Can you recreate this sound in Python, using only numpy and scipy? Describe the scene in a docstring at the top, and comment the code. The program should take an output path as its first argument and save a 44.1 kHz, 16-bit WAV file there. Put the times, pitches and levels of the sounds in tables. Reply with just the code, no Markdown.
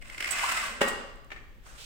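"""A small, hard-walled room, close to a window; a stereo pair with its right port nearer the window.
A spring roller blind is let go: slips in its bearings make a whirr, sprung ticks and a thin whine join in,
then it slows and the bottom bar knocks the top and rings the frame. A soft rustle and a light cord tap follow.
Most sources are shaped noise, with sines for whine and rings. The left port is dull: treble sits on the right."""
import sys
import numpy as np
from scipy import signal
from scipy.fft import rfft, irfft, next_fast_len
from scipy.io import wavfile
from scipy.ndimage import map_coordinates

SR = 44100
rng = np.random.default_rng(int(sys.argv[2]) if len(sys.argv) > 2 else 0)


def wav_record(signal):
    """Record a signal, one row per channel, as 16-bit PCM in the file named by sys.argv[1]."""
    frames = np.transpose(np.atleast_2d(signal))
    bounded = np.clip(frames, -1, 1)
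    # unit amplitude maps onto the largest positive 16-bit level
    quanta = np.round(bounded * 32767).astype(np.int16)
    wavfile.write(sys.argv[1], SR, quanta)


N = 81585  # samples

# Source levels are relative, ahead of the room and the ports; colours are relative too.
# the quiet room's rumble and its air: pitch_hz, level_db
RUMBLE_COLOUR = [(12, -30), (20, 8.5), (66, -7), (97, -16.5), (130, -14), (170, -49), (290, -120),
                 (300, -44), (800, -50.5)]
AIR_COLOUR = [(100, 8.5), (300, 1), (1000, -12), (3000, -13), (8000, -39), (15000, -24.5)]
RUMBLE_DB, AIR_DB = -45.5, -55

# the roller's rubbing: time_s, level_db
RUB_LEVEL = [(0, -65), (.03, -51), (.15, -47), (.21, -47), (.29, -37.5), (.34, -32.5), (.5, -32.5),
             (.58, -33.5), (.66, -36), (.73, -46), (.81, -58)]
# the roller's speed, as the pitch of its whine: time_s, pitch_hz
ROLLER_SPEED = [(0, 300), (.2, 800), (.3, 1030), (.37, 1170), (.46, 1390), (.5, 1340), (.57, 1290),
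                (.64, 1150), (.72, 1030), (.81, 900)]
# colour of the rubbing: pitch_hz, level_db
RUB_COLOUR = [(88, -93), (150, -20.5), (209, -21), (481, -24), (656, -5), (930, -10), (1000, -3.5),
              (1290, -5.5), (1700, -3), (2180, -3.5), (2360, -6.5), (6110, -19), (8330, -11.5),
              (10300, -24), (15500, -29.5)]
# resonances of the roller tube: pitch_hz, width_hz, level_db
TUBE_MODES = [(660, 60, -12), (1024, 15, -9), (1546, 18, 0), (1835, 60, -7), (2040, 50, -6), (2120, 22, 0),
              (2540, 110, -7), (3080, 120, -11), (4980, 300, -20)]
STOP_S = 0.74  # the rubbing is cut off here
FULL_SPEED_HZ, SLIPS_PER_S = 1252, 9000  # whine pitch at which the slips come this often
SLIP_SPREAD_DB, RUB_FLUTTER_DB = 2, 2.6
RUB_DB, TUBE_DB = 1, -7

# ticks of the spring mechanism: peak_s, level_db
SPRING_TICKS = [(.016, -48), (.0245, -40), (.059, -51), (.1005, -36), (.148, -36.5), (.182, -29),
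                (.2075, -21), (.227, -25.5), (.2455, -23.5), (.261, -30), (.278, -23), (.289, -33),
                (.36, -30), (.374, -30), (.396, -27), (.464, -30)]
# colour of a tick: pitch_hz, level_db
TICK_COLOUR = [(150, -25), (360, -11), (480, -20), (650, -9), (950, -16), (1550, -3), (1800, -5), (2120, 0),
               (2650, -2), (3100, -8), (3800, -20), (5000, -13), (6600, -22), (8400, -16), (10500, -26),
               (15000, -30)]
TICK_RISE_S, TICK_FALL_S = 0.0026, 0.0032
TICK_RING_HZ, TICK_RING_DB = 2125, -1

# clicks of small plastic parts: start_s, level_db, t60_s, ring_db (ring against click)
PLASTIC_CLICKS = [(.0825, -48, 0.015, -20), (.308, -25, 0.084, 1.5), (0.32, -32, 0.054, -10),
                  (.522, -23, 0.013, -16), (0.8803, -31, 0.05, -17), (0.884, -34.5, 0.13, -10),
                  (1.158, -58, 0.021, -9), (1.245, -55, 0.023, -12)]
# colours of the click and of its thin ring: pitch_hz, level_db
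CLICK_COLOUR = [(1500, -7), (5500, -9), (6800, -3), (8400, 3), (9500, -4.5), (11500, -11.5), (15500, -12)]
CLICK_RING_COLOUR = [(6000, -49), (7600, -14), (7920, 1), (8300, -20), (10000, -48)]

# swells of the whine as the roll turns: peak_s, length_s, level_db
WHINE_SWELLS = [(.36, .033, -38), (.5, .017, -28.5), (.572, .015, -30.5), (.638, .011, -29.5),
                (.695, .02, -43)]
WHINE_ROUGH = 0.012  # wander, as a share of its pitch

# drone of the nearly full roll: time_s, level_db
DRONE_LEVEL = [(.4, -60), (.62, -54.5), (.74, -46.5), (.81, -49.5), (.84, -97)]
# colour of the drone: pitch_hz, level_db
DRONE_BODY = [(100, -42), (185, -16), (214, -0.5), (250, -10.5), (330, -23), (420, -12), (550, -7),
              (900, -31), (3000, -73)]

# colour of the scrape in the hollow squawk: pitch_hz, level_db
SCRAPE_COLOUR = [(300, -56), (620, -6), (800, -3), (1030, -1.5), (1250, 3.5), (1700, -20.5), (5000, -48)]
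SQUAWK_S, SQUAWK_LENGTH_S = 0.4415, 0.0045
SQUAWK_HZ, SQUAWK_HZ_PER_S = 1020, 25000  # pitch at the peak, and its upward slide
SQUAWK_DB, SCRAPE_DB = -20, -5  # the scrape is against the tone

# contacts of the bar at the top: start_s, level_db, t60_s
BAR_KNOCKS = [(.8085, -24, 0.12), (.813, -24.5, 0.084), (.8155, -16.5, 0.072), (.832, -46, 0.17),
              (.875, -24, .08)]
# colour of a contact: pitch_hz, level_db
KNOCK_COLOUR = [(80, -27), (140, -13), (200, 1), (380, -2), (540, 4.5), (800, 1), (1300, 1), (2000, 2),
                (2400, -5), (2800, -3.5), (3800, -13.5), (6000, -19.5), (8400, -15.5), (10500, -26),
                (15500, -29)]
# modes of the struck frame: pitch_hz, level_db, t60_s
FRAME_MODES = [(221, -39, 0.21), (481, -36.5, 0.32), (528, -38.5, 0.54), (606, -41, 0.19),
               (775, -35.5, 0.13), (1056, -45, 0.48), (1150, -43.5, 0.87), (1247, -43, 0.13),
               (1492, -32, 0.23), (1900, -31, 0.29), (1923, -42.5, 0.28), (2782, -24.5, 0.042)]
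FRAME_S, FRAME_DB = 0.8135, 4.5  # moment of the ring, and lift of all its modes

# dull shuffle, then low and high rustle: time_s, level_db
SHUFFLE_LEVEL = [(1.28, -80), (1.34, -46), (1.43, -49.5), (1.47, -68)]
LOW_RUSTLE_LEVEL = [(1.61, -74), (1.67, -48.5), (1.72, -50), (1.85, -52.5)]
HIGH_RUSTLE_LEVEL = [(1.73, -79), (1.79, -45.5), (1.825, -43.5), (1.85, -45.5)]
# their colours: pitch_hz, level_db
SHUFFLE_BODY = [(40, 10), (120, -0.5), (230, -6.5), (400, -14), (2000, -60)]
LOW_RUSTLE_COLOUR = [(200, -30), (500, -5.5), (1400, -1), (2200, -8), (4000, -14), (8300, -12),
                     (11000, -21.5), (15000, -26.5)]
HIGH_RUSTLE_COLOUR = [(800, -30), (1800, -5.5), (2600, 4.5), (4200, 3), (6000, -1.5), (8300, -1),
                      (10500, -9.5), (15000, -13)]

# light taps of the swinging cord: start_s, level_db, t60_s
CORD_TAPS = [(1.304, -41, 0.1), (1.3172, -33, 0.08), (1.362, -45.5, 0.18)]
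# colour of a tap: pitch_hz, level_db
TAP_COLOUR = [(150, -17), (360, -2.5), (700, -3.5), (1200, 1), (1600, -0.5), (1900, 2), (2700, -2),
              (4000, -13.5), (8000, -22), (10500, -35), (15000, -33)]
# what the last tap rings: pitch_hz, level_db, t60_s
TAP_RING = [(1785, -44, .12), (1900, -45, .3), (2222, -46, .15)]

# decay of the room: pitch_hz, t60_s
ROOM_DECAY = [(150, 0.76), (500, 0.8), (1100, 0.88), (2000, 0.77), (5000, 0.84), (9000, 0.53),
              (15000, 0.37)]
# colour of the room: pitch_hz, level_db
ROOM_TONE = [(150, -7), (280, 3), (500, -1), (750, -3), (1100, 1), (2000, -0.5), (2900, -1.5), (5000, -0.5),
             (12000, 1.5)]
# left-right likeness of the room, and of sources close by: pitch_hz, likeness
ROOM_LIKENESS = [(150, 0.52), (400, 0.87), (900, .15), (2000, 0.056), (15000, 0)]
NEAR_LIKENESS = [(150, 0.48), (500, 0.88), (1100, 0.23), (2000, 0), (4000, 0.37), (15000, 0)]
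# extra path to the left port, as the window is nearer the right: pitch_hz, lag_s
LEFT_PORT_LAG = [(200, 0), (1000, .0003)]
ROOM_BUILD_S = 0.0033
ROLLER_WET_DB, WHINE_WET_DB, KNOCK_WET_DB, TAP_WET_DB, SMALL_WET_DB = -3, -9, -3.5, -7, -10.5

# response of each microphone port: pitch_hz, level_db
LEFT_RESPONSE = [(1000, -4.5), (3000, -2), (4200, -5), (5500, -10.5), (8000, -23.5), (8900, -34),
                 (10000, -28), (12000, -6.5), (13500, -5), (15500, -9)]
RIGHT_RESPONSE = [(1000, -4.5), (3000, -3), (5000, -0.5), (8300, 0.5), (12000, -3.5), (15500, 2)]
TOP_HZ = 15830  # band limit


def amp(db):
    """Decibels to amplitude."""
    return 10 ** (np.asarray(db) / 20)


def unit(x):
    """x at an RMS of one."""
    return x / np.sqrt(np.mean(x ** 2) + 1e-20)


def clock():
    """The time of each sample, in seconds."""
    return np.arange(N) / SR


def curve(rows):
    """Straight lines through (time_s, value) points, one value per sample."""
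    return np.interp(clock(), *np.transpose(rows))


def along(points, hz):
    """(pitch_hz, value) points read on a log axis."""
    point_hz, values = np.transpose(points)
    return np.interp(np.log(hz + 1), np.log(point_hz + 1), values)


def filtered(x, response):
    """x times a complex response of frequency."""
    length = x.shape[-1]
    padded = next_fast_len(length + SR // 2)
    spectrum = rfft(x, padded) * response(np.fft.rfftfreq(padded, 1 / SR))
    return irfft(spectrum, padded)[..., :length]


def coloured(x, spectrum, size=4096):
    """x through a causal filter of unit energy with this spectrum."""
    cepstrum = irfft(np.log(amp(along(spectrum, np.fft.rfftfreq(size, 1 / SR)))))
    # folding the cepstrum forward gives minimum phase
    cepstrum[1:size // 2] *= 2
    cepstrum[size // 2 + 1:] = 0
    kernel = irfft(np.exp(rfft(cepstrum)))
    kernel = kernel / np.linalg.norm(kernel)
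    return signal.fftconvolve(x, kernel[None], axes=1)[:, :N]


def paired(x, alike):
    """Two unrelated signals blended into left and right with a likeness set per frequency."""
    def blend(hz):
        turn = np.arccos(np.clip(along(alike, hz), -1, 1)) / 2
        return np.array([np.cos(turn), np.sin(turn)])

    mid, side = filtered(x, blend)
    return np.array([mid + side, mid - side])


def noise():
    """White stereo noise from a nearby source."""
    return paired(rng.standard_normal((2, N)), NEAR_LIKENESS)


def wobble(rate):
    """A smooth random curve, rate knots a second."""
    return map_coordinates(rng.standard_normal(N // 8), [clock() * rate], mode="mirror")


def decay(start_s, t60):
    """An envelope that jumps up and dies away by 60 dB in t60 seconds."""
    age = clock() - start_s
    return (age >= 0) * amp(-60 * np.abs(age) / t60)


def burst(peak_s, rise, fall):
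    """An envelope that swells to a point and falls."""
    age = clock() - peak_s
    return np.exp(-np.abs(age) / np.where(age < 0, rise, fall))


def swell(peak_s, length):
    """A rounded, bell-shaped envelope."""
    return np.exp(-((clock() - peak_s) / length) ** 2 / 2)


def blows(rows, spectrum):
    """Short rattling contacts, as dying noise through one body colour."""
    level = sum(amp(db) * decay(start_s, t60) for start_s, db, t60 in rows)
    return coloured(noise() * level, spectrum)


def ring(start_s, modes):
    """Dying sines struck together; the higher ones reach the ports out of step."""
    skews = rng.standard_normal((len(modes), 2, 1))
    total = 0
    for (hz, db, t60), skew in zip(modes, skews):
        phase = 2 * np.pi * hz * (clock() - start_s) + skew * (1 - along(ROOM_LIKENESS, hz))
        total = total + amp(db) * decay(start_s, t60) * np.sin(phase)
    return total


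def room(x, wet_db):
    """The direct sound, later on the left, and a tail in which each frequency dies at its own speed."""
    hz, t, z = signal.stft(paired(rng.standard_normal((2, SR)), ROOM_LIKENESS), SR, nperseg=256)
    fade_db = along(ROOM_TONE, hz)[:, None] - 60 * t / along(ROOM_DECAY, hz)[:, None]
    build = 1 - np.exp(-t / ROOM_BUILD_S)
    tail = signal.istft(z * amp(fade_db) * build, SR, nperseg=256)[1]
    tail = tail / np.linalg.norm(tail[0])

    def lag(f):
        # half the lag delays the left, half advances the right
        return np.exp(-1j * np.pi * f * along(LEFT_PORT_LAG, f) * np.array([[1], [-1]]))

    direct = filtered(x, lag)
    wet = signal.fftconvolve(x[:1], tail, axes=1)[:, :N]  # the left channel feeds the tail
    return direct + amp(wet_db) * wet


def background():
    """Low rumble, a little stronger on the left, and faint air, both steady shaped noise."""
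    rumble = paired(rng.standard_normal((2, N)), [(50, 0.16)])
    rumble = unit(filtered(rumble, lambda hz: amp(along(RUMBLE_COLOUR, hz))))
    rumble = rumble * amp([[1.5], [-1.5]])  # dB, left and right
    return amp(RUMBLE_DB) * rumble + amp(AIR_DB) * coloured(noise(), AIR_COLOUR)


def tube(hz):
    """Response of the roller tube: resonances side by side, alternating in sign."""
    total = 0
    for k, (centre, width, db) in enumerate(TUBE_MODES):
        damping = 1j * hz * width
        total = total + (-1) ** k * amp(db) * damping / (centre ** 2 - hz ** 2 + damping)
    return total


def whirr():
    """Tiny slips in the bearings, denser with speed, rub and ring the tube."""
    chance = SLIPS_PER_S * curve(ROLLER_SPEED) / FULL_SPEED_HZ / SR
    slips = rng.random(N) < chance
    sizes = amp(SLIP_SPREAD_DB * rng.standard_normal(N))
    signs = np.sign(rng.standard_normal((2, N)))
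    grains = unit(paired(slips * sizes * signs, NEAR_LIKENESS))
    level = amp(curve(RUB_LEVEL) + RUB_FLUTTER_DB * wobble(110.7))
    drive = grains * level * (clock() < STOP_S)
    rubbing = coloured(drive, RUB_COLOUR)
    ringing = filtered(drive, tube) / filtered(grains, tube).std()
    return amp(RUB_DB) * rubbing + amp(TUBE_DB) * ringing


def ticks():
    """Each tick is a brief scrape that rings the roller's main resonance."""
    level = sum(amp(db) * burst(peak_s, TICK_RISE_S, TICK_FALL_S) for peak_s, db in SPRING_TICKS)
    opposed = np.array([[np.pi], [0]])  # half a cycle apart here; the left port's later path brings the tone nearly into step
    tone = np.sin(2 * np.pi * TICK_RING_HZ * clock() + wobble(157.9) + opposed)
    scrape = coloured(level * noise(), TICK_COLOUR)
    return (scrape + amp(TICK_RING_DB) * level * tone) * amp([[-1], [1]])  # dB, left and right


def clicks():
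    """Hard little snaps of dying noise, each with a thin narrow-band ring of its own strength."""
    snap = sum(amp(db) * decay(start_s, t60) for start_s, db, t60, ring_db in PLASTIC_CLICKS)
    ringing = sum(amp(db + ring_db) * decay(start_s, t60) for start_s, db, t60, ring_db in PLASTIC_CLICKS)
    return coloured(noise() * snap, CLICK_COLOUR) + coloured(noise() * ringing, CLICK_RING_COLOUR)


def whine():
    """A thin, slightly rough tone follows the speed and swells as the roll turns."""
    pitch_hz = curve(ROLLER_SPEED) * (1 + WHINE_ROUGH * wobble(300))
    phase = 2 * np.pi * np.cumsum(pitch_hz) / SR
    level = sum(amp(db) * swell(peak_s, length) for peak_s, length, db in WHINE_SWELLS)
    return level * np.sin(phase + np.array([[np.pi / 2], [0]]))  # left a quarter cycle ahead


def drone():
    """The roll hums as the last of the cloth winds on: noise in low resonances."""
    return amp(curve(DRONE_LEVEL)) * coloured(noise(), DRONE_BODY)


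def squawk():
    """The rising cloth catches: a few hollow, scraping cycles that slide upward in pitch."""
    age = clock() - SQUAWK_S
    cycles = (SQUAWK_HZ + SQUAWK_HZ_PER_S * age / 2) * age
    tone = np.sin(2 * np.pi * cycles + np.array([[np.pi / 2], [0]]))
    scrape = amp(SCRAPE_DB) * coloured(noise(), SCRAPE_COLOUR)
    return amp(SQUAWK_DB) * swell(SQUAWK_S, SQUAWK_LENGTH_S) * (tone + scrape)


def knock():
    """The bar hits the top in a quick cluster of contacts and rings the frame."""
    return blows(BAR_KNOCKS, KNOCK_COLOUR) + amp(FRAME_DB) * ring(FRAME_S, FRAME_MODES)


def rustle():
    """A dull shuffle, then a soft sliding noise that turns brighter."""
    layers = [(SHUFFLE_LEVEL, SHUFFLE_BODY),
              (LOW_RUSTLE_LEVEL, LOW_RUSTLE_COLOUR),
              (HIGH_RUSTLE_LEVEL, HIGH_RUSTLE_COLOUR)]
    return sum(coloured(noise() * amp(curve(level) + 1.2 * wobble(90)), colour)  # 1.2 dB of flutter
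               for level, colour in layers)


def tap():
    """The cord swings against the frame; its last contact leaves a short ring."""
    last_s = CORD_TAPS[-1][0]
    contact = blows(CORD_TAPS, TAP_COLOUR) + ring(last_s, TAP_RING)
    return contact * amp([[1.5], [-1.5]])  # dB, left and right


def scene():
    """Each group of sources in the room at its own wetness, over the background."""
    roller = room(whirr() + ticks() + squawk() + drone(), ROLLER_WET_DB) + room(whine(), WHINE_WET_DB)
    small = room(clicks() + rustle(), SMALL_WET_DB)
    return roller + small + room(knock(), KNOCK_WET_DB) + room(tap(), TAP_WET_DB) + background()


def record(dry):
    """Each port has its own colour; nothing is kept above the band limit."""
    def ports(hz):
        return amp([along(LEFT_RESPONSE, hz), along(RIGHT_RESPONSE, hz)]) * (hz < TOP_HZ)

    return filtered(dry, ports)


dry = scene()
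out = record(dry)
wav_record(out)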